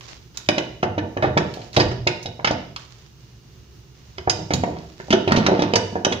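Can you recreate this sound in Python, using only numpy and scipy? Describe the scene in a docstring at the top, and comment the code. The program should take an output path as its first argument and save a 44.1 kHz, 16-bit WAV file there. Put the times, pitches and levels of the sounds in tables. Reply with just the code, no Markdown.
"""A cast-iron dough press is worked on a stone counter, an arm's length to the right of a phone.
A fridge drones throughout; first, plastic film ticks and rustles in the small, hard kitchen.
From 0.5 to 2.5 s iron clanks ring the plates while thuds knock the slab and shake the cabinet.
A lull follows, with only the film being handled. From 4.2 s the blows return, the rough iron
grinds in the hinge and over the stone, and the last clank lands at 6.1 s."""
import sys
import numpy as np
from scipy import signal
from scipy.fft import rfft, irfft
from scipy.io import wavfile
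from scipy.ndimage import uniform_filter1d

SR = 44100
rng = np.random.default_rng(int(sys.argv[2]) if len(sys.argv) > 2 else 0)


def int16_out(signal):
    """Quantize to a 16-bit WAV file."""
    q = np.round(np.clip(np.atleast_2d(signal).T, -1, 1) * 32767)
    wavfile.write(sys.argv[1], SR, q.astype(np.int16))


N = 273420
SIZE, PRE_ROLL = 16384, 256  # samples in one hit, and before its attack
HZ = np.arange(SIZE // 2 + 1) * SR / SIZE
T = np.arange(SIZE) / SR
FIRST_CONTACT = rfft(np.arange(SIZE) == PRE_ROLL)  # the clean click that opens a blow


def undb(db):
    """Decibels to gain."""
    return 10 ** (np.asarray(db) / 20)

def curve(table, hz):
    """Read breakpoints joined by straight lines on a log-frequency axis."""
    freqs, values = np.transpose(table)
    return np.interp(np.log(np.maximum(hz, 1)), np.log(freqs), values)

def equalise(x, table):
    """Shape a signal with a (frequency [Hz], gain [dB]) curve."""
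    n = x.shape[-1]
    return irfft(rfft(x) * undb(curve(table, np.arange(n // 2 + 1) * SR / n)), n)

def bell(freqs, hz, lift_db, octaves):
    """Bell boost in dB: the spot struck favours one pitch."""
    return lift_db * np.exp(-(np.log2(freqs / hz) / octaves) ** 2)

def minimum_phase(db):
    """Filter spectrum with the given gains that starts at once and rings only afterwards."""
    cepstrum = irfft(np.log(undb(db)), SIZE)
    cepstrum[1:SIZE // 2] *= 2
    cepstrum[SIZE // 2 + 1:] = 0
    return np.exp(rfft(cepstrum))

def rings(modes):
    """Decaying sines, one row a mode."""
    hz, _, t60 = np.transpose(modes)[:, :, None]
    return np.sin(2 * np.pi * hz * T) * np.exp(-np.log(1000) * T / t60)

def burst(rise, t60):
    """Spectrum of a unit-energy spray of contacts that swells and dies."""
    attack = 1 - np.exp(-T / max(rise, 1e-4))
    spray = rng.standard_normal(SIZE) * attack * np.exp(-np.log(1000) * T / max(t60, .004))
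    return rfft(np.roll(spray, PRE_ROLL) / np.sqrt(np.sum(spray ** 2)))

def add_hit(track, time, spectrum, db):
    """Drop one hit on its cue, levelled by its loudest 3 ms."""
    hit = irfft(spectrum, SIZE)
    peak = np.sqrt(2 * uniform_filter1d(hit ** 2, size=128).max())
    start = max(int(time * SR) - PRE_ROLL, 0)
    track[start:start + SIZE] += undb(db) * hit / peak

def envelope(time, hold, db, rise, t60):
    """Gain that swells, holds and dies away."""
    t = np.arange(N) / SR - time
    attack = np.clip(t / max(rise, 1e-3), 0, 1)
    return undb(db) * attack * np.exp(-np.log(1000) * np.maximum(t - rise - hold, 0) / t60)

def crackle(per_s, spread_db, tone, channels):
    """Random tiny clicks of uneven size, at unit rms."""
    sizes = undb(spread_db * rng.exponential(size=(channels, N))) * rng.standard_normal((channels, N))
    clicks = equalise((rng.random((channels, N)) < per_s / SR) * sizes, tone)
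    return clicks / clicks.std()

def diffuse(n, correlation):
    """Stereo noise, centred in the bass and wide in the treble."""
    mid, side = rfft(rng.standard_normal((2, n)))
    alike = np.clip(curve(correlation, np.arange(n // 2 + 1) * SR / n), 0, 1)
    return irfft(np.sqrt((1 + alike) / 2) * mid + np.sqrt((1 - alike) / 2) * side * [[1], [-1]], n)


# tone of the fridge bed: (frequency [Hz], gain [dB])
DRONE_EQ = [(20, -31), (50, -5), (65, 3), (90, -9), (120, 3.5), (170, -8.5), (290, -17.5), (363, -10.5),
            (545, -26), (1130, -26), (2000, -29), (4500, -27.5), (6300, -27), (8200, -44.5), (13600, -45),
            (15400, -32.5), (15900, -62)]
# its stereo image: (frequency [Hz], left-right correlation [0-1])
DRONE_IMAGE = [(60, 0.94), (200, 0.91), (400, 0.61), (800, 0.45), (1400, 0.), (16000, 0.)]
# steady motor tones: (pitch [Hz], level [dB])
MOTOR_HUM = [(64.6, -63), (118.4, -69.5), (2853, -75.5)]

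def fridge():
    """A bed of gently wavering drone and faint motor hum, leaning right."""
    drone = equalise(diffuse(N, DRONE_IMAGE), DRONE_EQ)
    steps = np.repeat(rng.standard_normal(N // 4000 + 1), 4000)
    level_db = -50 + 0.9 * uniform_filter1d(steps, size=4000)[:N]
    t = np.arange(N) / SR
    hum = sum(np.sqrt(2) * undb(db) * np.sin(2 * np.pi * hz * t) for hz, db in MOTOR_HUM)
    bed = drone / drone.mean(axis=0).std() * undb(level_db) + hum
    return bed * undb([[-1.3], [1.3]])


# tick cues: (time [s], level [dB], centre [Hz], body at 1.1 kHz [dB], air at 12 kHz [dB], t60 [s])
FILM_TICKS = [(0.0094, -31.5, 5900, 4, -12, 0.0037), (0.0373, -44, 5270, -16, -14, 0.017),
              (0.1775, -47, 3880, -8, -35, 0.019), (0.373, -13.5, 5730, -13, -9.5, 0.013),
              (0.461, -37.5, 2970, -15, -14, 0.029), (1.539, -26, 3360, -14, -3, 0.042),
              (1.6163, -36.5, 3540, -10, -32, 0.035), (1.7307, -30, 3580, -18, -10, 0.042),
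              (2.762, -21.5, 3800, 2.5, -21, 0.032), (4.786, -39, 5950, -13, -16, 0.026)]

def film_ticks():
    """Lone, sharp snaps of plastic film and fingernails."""
    track = np.zeros(N + SIZE)
    for time, db, hz, body_db, air_db, t60 in FILM_TICKS:
        tone = [(500, -30), (1100, body_db), (1900, -10), (hz, 0), (12000, air_db)]
        add_hit(track, time, burst(rise=1e-4, t60=t60) * minimum_phase(curve(tone, HZ)), db)
    return track[:N]


# hands on the film: (time [s], hold [s], level [dB])
FILM_RUSTLES = [(0.01, 0.064, -44.5), (0.078, 0.039, -43), (0.343, 0.058, -44.5), (1.482, .02, -47),
                (1.535, 0.12, -45.5), (1.738, 0.073, -34), (2.792, 0.037, -45.5), (2.903, 0.16, -54),
                (3.194, 0.17, -59), (3.64, .03, -62), (3.943, 0.44, -55), (4.793, 0.18, -53),
                (4.99, 0.092, -49.5)]

def film_rustle():
    """Crumpling film: tiny creases merge into a wide, dense crackle."""
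    tone = [(600, -3), (1500, -4.5), (4500, -2.0), (7000, 0.5), (16000, -29.0)]
    creases = crackle(per_s=5000, spread_db=2.97, tone=tone, channels=2)
    return creases * sum(envelope(*cue, rise=0.004, t60=0.41) for cue in FILM_RUSTLES)


# reverb decay: (frequency [Hz], t60 [s])
ROOM_DECAY = [(60, 1), (160, 0.65), (420, 0.61), (1100, 0.45), (2900, 0.56), (7700, 0.62), (16000, 0.073)]
# wet against dry: (frequency [Hz], level [dB])
ROOM_WET = [(60, -4), (300, -2.5), (1000, -7), (3000, -7.5), (7000, -13), (15000, -3)]
# stereo image of the tail: (frequency [Hz], left-right correlation [0-1])
ROOM_IMAGE = [(60, 1), (200, 0.98), (400, 0.88), (800, 0.17), (1400, 0), (16000, 0.067)]

def kitchen(direct):
    """Hard walls answer from the first tick on, with a noise tail that fades band by band."""
    t = np.arange(2 * SIZE) / SR
    freqs = np.arange(1, SIZE + 2) * SR / (2 * SIZE)
    noise, tail = rfft(diffuse(2 * SIZE, ROOM_IMAGE)), 0
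    for hz in 50 * 2 ** np.arange(0, 8.6, .5):  # half-octave steps
        band = irfft(noise * np.cos(np.pi * np.clip(np.log2(freqs / hz), -.5, .5)), 2 * SIZE)
        fade = (1 - np.exp(-t / 0.002)) * np.exp(-np.log(1000) * t / curve(ROOM_DECAY, hz))
        tail = tail + band * fade / np.sqrt(np.sum(fade ** 2)) * undb(curve(ROOM_WET, hz))
    return signal.fftconvolve(direct[None], tail, axes=1)[:, :N]


# low-end shudders: (time [s], hold [s], level [dB], pitch [Hz])
CABINET_SHAKES = [(0.474, .08, -52, 95), (0.849, 0.17, -30, 95.8), (1.187, .29, -29, 80),
                  (1.769, 0.14, -25.5, 83.6), (1.773, .24, -24, 50.3), (1.967, 0.032, -33, 90),
                  (2.257, 0.02, -35.5, 93.6), (2.5, 0.042, -33, 86.3), (2.506, .15, -39, 62.6),
                  (4.162, .04, -33, 75), (4.288, 0.32, -40, 96), (4.504, 0.11, -30, 89.9),
                  (4.704, .05, -32, 70.7), (5.17, 0.029, -70, 102), (5.28, 0.082, -30, 91),
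                  (5.46, 0.076, -39.5, 80), (5.653, 0.23, -30.5, 98), (5.95, .05, -40, 96.8),
                  (6.12, 0.14, -32, 90)]

def cabinet():
    """The cabinet shakes on under the heavier blows: low tones that wobble in level and phase."""
    drift = signal.sosfilt(signal.butter(2, 12., fs=SR, output="sos"), rng.standard_normal((2, N)))
    wobble = (drift[0] + 1j * drift[1]) / drift.std() + 1.75
    t = np.arange(N) / SR
    swing = sum(envelope(time, hold, db, rise=0.01, t60=0.29) * np.exp(2j * np.pi * hz * t)
                for time, hold, db, hz in CABINET_SHAKES)
    return np.real(swing * wobble) * np.sqrt(2 / np.mean(np.abs(wobble) ** 2))


# resonances of plates and lever: (pitch [Hz], level [dB], t60 [s])
IRON_MODES = [(1545, -12, .15), (1710, -6, .25), (2200, -5, .12), (2520, -10, .1), (2880, -8, .3),
              (2965, -3, .3), (3390, -6, .12), (3720, -8, .12), (3845, -4, .2), (4700, -4, .2),
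              (4990, -7, .15), (5310, -7, .15), (6010, -8, .15), (6170, -8, .2), (6460, -7, .2),
              (6730, -9, .15), (7380, -6, .15), (7520, -2, .15), (8560, 0, .15), (8910, 2, .12),
              (9440, 0, .12), (10600, 4, .15), (11120, 4, .15), (13380, 4, .15), (15200, 6, .1)]
# iron hits, their EQ set against 3.7 kHz: (time [s], level [dB], low mode [Hz], high mode [Hz],
# body at 1.8 kHz [dB], edge at 6.3 kHz [dB], air at 12 kHz [dB], chatter t60 [s], ring drive [dB])
IRON_CLANKS = [(0.488, -5, 2940, 3550, 8, 3, -17, 0.0093, -57),
               (0.5814, -12.5, 3000, 5830, 3, -4, -20, 0.028, -55),
               (0.828, -16, 2895, 5700, 12, -4, -25, 0.068, -58),
               (0.981, -22.5, 1690, 6010, 9.5, -7, -59, 0.057, -52),
               (1.1716, -22, 2840, 6010, 17, 1, -47, 0.016, -43),
               (1.2245, -17, 3700, 7500, 17.5, -4.5, -45, 0.21, -34),
               (1.3742, -9, 3190, 5340, 13.5, -1.5, -25, 0.038, -40),
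               (1.765, -9, 3540, 5700, -2, -7, -21.5, 0.037, -43),
               (1.799, -11.5, 4700, 5070, 7, 0.5, -49, 0.08, -46),
               (1.913, -27.5, 2965, 5310, 15, 5, -20, 0.076, -40),
               (2.0718, -8, 2340, 4940, 0.5, -2.5, -27, 0.037, -73),
               (2.228, -27.5, 5310, 6400, -20, 10, 2, 0.03, -42),
               (2.259, -21, 3845, 5310, -6, -4, -40, 0.02, -32),
               (2.397, -28, 3845, 6010, 25, -20, -28, 0.0094, -58),
               (2.446, -9, 3100, 2180, 7, 1.5, -52, 0.036, -48),
               (2.4724, -12, 3280, 5310, 8.5, -1.5, -47, 0.06, -65),
               (2.5089, -22, 3200, 4880, -12, 1.5, -29, 0.055, -71),
               (4.182, -24, 1590, 5030, 4, -4, -50, 0.016, -63),
               (4.2737, -21.5, 2210, 4700, 40, 16, -27, 0.041, -61),
               (4.2966, -4.5, 4990, 6530, 1, 10, -13, 0.029, -56),
               (4.5064, -21.5, 2150, 6660, 9.5, 0, -35, 0.17, -37),
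               (4.5358, -7.5, 6730, 15200, -13, 3.5, -14.5, 0.016, -48.5),
               (4.6365, -22, 2210, 6900, 13, 0, -36, 0.015, -58),
               (5, -29.5, 1520, 6010, 28, -9, -23, 0.024, -56),
               (5.105, -14, 3020, 6010, 1.5, -3.5, -21, 0.054, -60),
               (5.126, -7, 3210, 6040, 6, -2, -54, 0.05, -58),
               (5.2765, -17.5, 2860, 6140, 3, -10, -21, 0.042, -62),
               (5.32, -7.5, 3510, 4750, 15, 3.5, -13, 0.015, -57),
               (5.3614, -15.5, 2890, 5800, -3, -4, -24, 0.11, -65),
               (5.464, -8.5, 3560, 5660, 10.5, 1, -26, 0.025, -74),
               (5.594, -20.5, 3390, 6010, 7, -6, -48, 0.011, -28.5),
               (5.6202, -15, 3380, 6000, 2.5, -3, -34, 0.026, -55),
               (5.7362, -11, 3010, 4700, 2, 0, -22, 0.013, -53),
               (5.7562, -6, 3050, 4650, 5, 10, -14.5, 0.041, -53),
               (5.953, -28.5, 1640, 6460, 15, 1, -45, 0.15, -44),
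               (6.048, -5.5, 3202, 6010, 9, 5.5, -20, 0.018, -57),
               (6.123, -15, 3500, 6170, 3.5, -0.5, -27, 0.039, -43)]

def clanks():
    """Iron on iron: a chatter of hard contacts rings the plates, with two modes struck extra hard."""
    track, modes = np.zeros(N + SIZE), rings(IRON_MODES)
    mode_hz, mode_db, _ = np.transpose(IRON_MODES)
    clink = undb(-41 - 60 * T / 0.052)  # brief ring while the faces still touch
    for time, db, low_hz, high_hz, body_db, edge_db, air_db, t60, ring_db in IRON_CLANKS:
        tone = [(500, body_db - 5), (1200, body_db - 0.5), (1800, body_db),
                (3700, 0.0025), (6300, edge_db), (12000, air_db)]
        struck_hz = [mode_hz[np.abs(mode_hz - hz).argmin()] for hz in (low_hz, high_hz)]
        drive_db = mode_db + curve(tone, mode_hz) + 10 * np.isin(mode_hz, struck_hz)
        drive_db += 2 * rng.standard_normal(len(mode_hz))
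        damped = undb(ring_db - 60 * T / 0.15)  # hands and dough choke the iron
        ring = rfft((undb(drive_db) @ modes) * (damped + clink))
        chatter = burst(rise=0.0012, t60=t60)
        bite_db = bell(HZ + 1, low_hz, 6., .15) + bell(HZ + 1, high_hz, 5., .1)
        attack = chatter * minimum_phase(curve(tone, HZ) + bite_db)
        add_hit(track, time, attack + (FIRST_CONTACT + chatter / 4) * ring, db)
    return track[:N]


# resonances of cabinet (lowest four) and slab: (pitch [Hz], level [dB], t60 [s])
COUNTER_MODES = [(132, -2, 0.23), (163.5, 2.5, 0.19), (203, -12, 0.028), (228.6, 7, 0.053),
                 (317, -7, 0.071), (388, -29.5, 0.17), (395.8, 0.5, 0.15), (473.6, -3, 0.059),
                 (547, -15, 0.099), (586, -1, 0.032), (636, 9, 0.011), (708, 12, 0.0099), (863, 9, 0.016),
                 (942, -9.5, 0.22), (1140, 8, 0.03)]
# weight landing: (time [s], level [dB], knock [Hz], boom against knock [dB], boom [Hz], rumble t60 [s])
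COUNTER_THUDS = [(0.4903, -8.5, 565, -11.5, 132, 0.015), (0.58, -13, 396, -12, 144, 0.11),
                 (0.831, -8.5, 687, -14, 245, 0.068), (0.859, -25.5, 556, -6.5, 132, 0.034),
                 (0.979, -14.5, 296, -10, 250, 0.024), (1.03, -20.5, 290, -2, 124, 0.14),
                 (1.168, -16, 273, -7.5, 138, 0.2), (1.227, -11.5, 585, -5, 137, 0.099),
                 (1.243, -9.5, 718, -16, 137, 0.039), (1.275, -18, 407, -1, 135, 0.017),
                 (1.369, -7, 370, -14, 189, 0.059), (1.409, -17.5, 570, -20.5, 193, 0.098),
                 (1.572, -25, 696, -32, 126, 0.38), (1.773, -4, 294, -7.5, 140, 0.18),
                 (1.799, -12.5, 255, -16, 241, 0.075), (1.869, -33, 350, 14.5, 119, 0.043),
                 (1.916, -25.5, 363, -12, 127, 0.078), (2.068, -12.5, 352, -6, 131, 0.11),
                 (2.257, -23.5, 660, -2.5, 129, 0.17), (2.393, -26.5, 610, -9, 147, 0.17),
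                 (2.445, -17.5, 826, -40, 238, 0.092), (2.472, -24.5, 590, -4.5, 135, 0.096),
                 (2.509, -9.5, 717, -10, 131, 0.021), (4.182, -27, 380, -19.5, 125, 0.065),
                 (4.275, -8.5, 723, -16.5, 132, 0.026), (4.39, -25, 310, -1.5, 160, 0.28),
                 (4.507, -12.5, 306, -11.5, 118, 0.17), (4.538, -19.5, 393, 7, 117, 0.085),
                 (4.636, -10, 694, -12.5, 137, 0.028), (4.677, -20, 306, -8, 125, 0.3),
                 (5, -30.5, 842, -2.5, 133, 0.031), (5.084, -28.5, 730, -45, 175, 0.045),
                 (5.106, -28, 696, 18, 233, 0.22), (5.133, -6, 385, -17, 125, 0.044),
                 (5.276, -11, 358, -5.5, 125, 0.12), (5.32, -17, 250, 12, 234, 0.11),
                 (5.374, -9.5, 382, 4, 208, 0.061), (5.486, -7, 380, -32, 228, 0.097),
                 (5.519, -7.5, 369, -53, 244, 0.15), (5.592, -11, 257, -25, 248, 0.019),
                 (5.622, -9.5, 374, -44, 159, 0.036), (5.736, -10, 350, -45, 250, 0.026),
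                 (5.758, -11.5, 850, -30, 127, 0.073), (5.927, -29.5, 361, 2.5, 208, 0.048),
                 (5.956, -13.5, 427, -32, 216, 0.067), (6.051, -18, 372, -22, 132, 0.19),
                 (6.067, -10, 382, -19.5, 132, 0.022), (6.116, -17.5, 410, -5.5, 234, 0.017)]

def thuds():
    """Blunt, uneven pushes knock the stone slab and set the cabinet booming."""
    track, modes = np.zeros(N + SIZE), rfft(rings(COUNTER_MODES))
    mode_hz, mode_db, _ = np.transpose(COUNTER_MODES)
    soft_contact = minimum_phase(curve([(900, 0), (1080, -11), (1400, -20), (3000, -34)], HZ))
    for time, db, knock_hz, boom_db, boom_hz, t60 in COUNTER_THUDS:
        drive_db = mode_db + bell(mode_hz, knock_hz, 5.7, 0.19) + bell(mode_hz, boom_hz, 15.3, 0.21)
        drive = undb(drive_db + 2 * rng.standard_normal(len(mode_hz)))
        push = (burst(rise=0.0046, t60=t60) + 1.24 * FIRST_CONTACT) * soft_contact
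        knock = minimum_phase(bell(HZ + 1, knock_hz, 46.8, 0.43))  # the dull contact itself
        slab, boom = drive[4:] @ modes[4:], drive[:4] @ modes[:4]
        add_hit(track, time, push * (slab + knock), db)
        add_hit(track, time, push * boom, db + boom_db)
    return track[:N]


# scrapes between blows: (time [s], hold [s], level [dB])
IRON_GRINDS = [(1.803, 0.044, -46), (4.656, 0.12, -44.5), (5.278, 0.023, -22.5), (5.332, 0.31, -30.5)]

def hinge():
    """Rough cast faces stick and slip in the hinge and over the stone: a dark grit."""
    tone = [(200, 9.5), (700, 6), (1300, 0.5), (3000, -7.0), (6000, -13.5), (9000, -44)]
    grit = crackle(per_s=1200, spread_db=2.55, tone=tone, channels=1)[0]
    return grit * sum(envelope(*cue, rise=0.011, t60=0.45) for cue in IRON_GRINDS)


# send to the early reflections: (frequency [Hz], gain [dB])
BOUNCE_EQ = [(300, -50), (900, -37), (2000, -31), (8000, -27)]
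# shading of the far, left microphone port: (frequency [Hz], gain [dB])
LEFT_SHADE_EQ = [(60, -1.5), (250, -2.8), (1000, -1.5), (2500, -2.2), (5000, -7), (8000, -17), (15000, -16)]
# colour of both ports: (frequency [Hz], gain [dB])
PORT_EQ = [(30, -12.5), (60, -15), (110, 1.5), (5000, 0.5), (6800, -5), (8300, -16.5), (11000, -15),
           (13500, -30.5), (15200, -11), (16500, -49)]

def scene():
    """The mix: the press sits right, so the left port hears it later and duller."""
    ticks, rustle = film_ticks(), film_rustle()
    direct = clanks() + thuds() + hinge() + ticks
    left = np.roll(direct, round(0.00028 * SR))
    # quick bounces off slab, bowl and arms reach each port differently, above the bass
    scatter = rng.standard_normal((2, 3000)) * np.exp(-np.arange(3000) / SR / .012)
    bounces = signal.fftconvolve(equalise(direct, BOUNCE_EQ)[None], scatter, axes=1)[:, :N]
    mix = np.array([left, direct]) + bounces + kitchen(direct) + rustle + cabinet()
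    mix[0] = equalise(mix[0], LEFT_SHADE_EQ)
    return equalise(mix, PORT_EQ) * undb(-1.0) + fridge()

def record(dry):
    """The phone soft-clips the loudest peaks and cuts the top above 16.5 kHz."""
    rounded = np.tanh(0.88 * dry) / 0.68
    return signal.sosfilt(signal.ellip(10, .2, 90, 16500, fs=SR, output="sos"), rounded)


dry = scene()
out = record(dry)
int16_out(out)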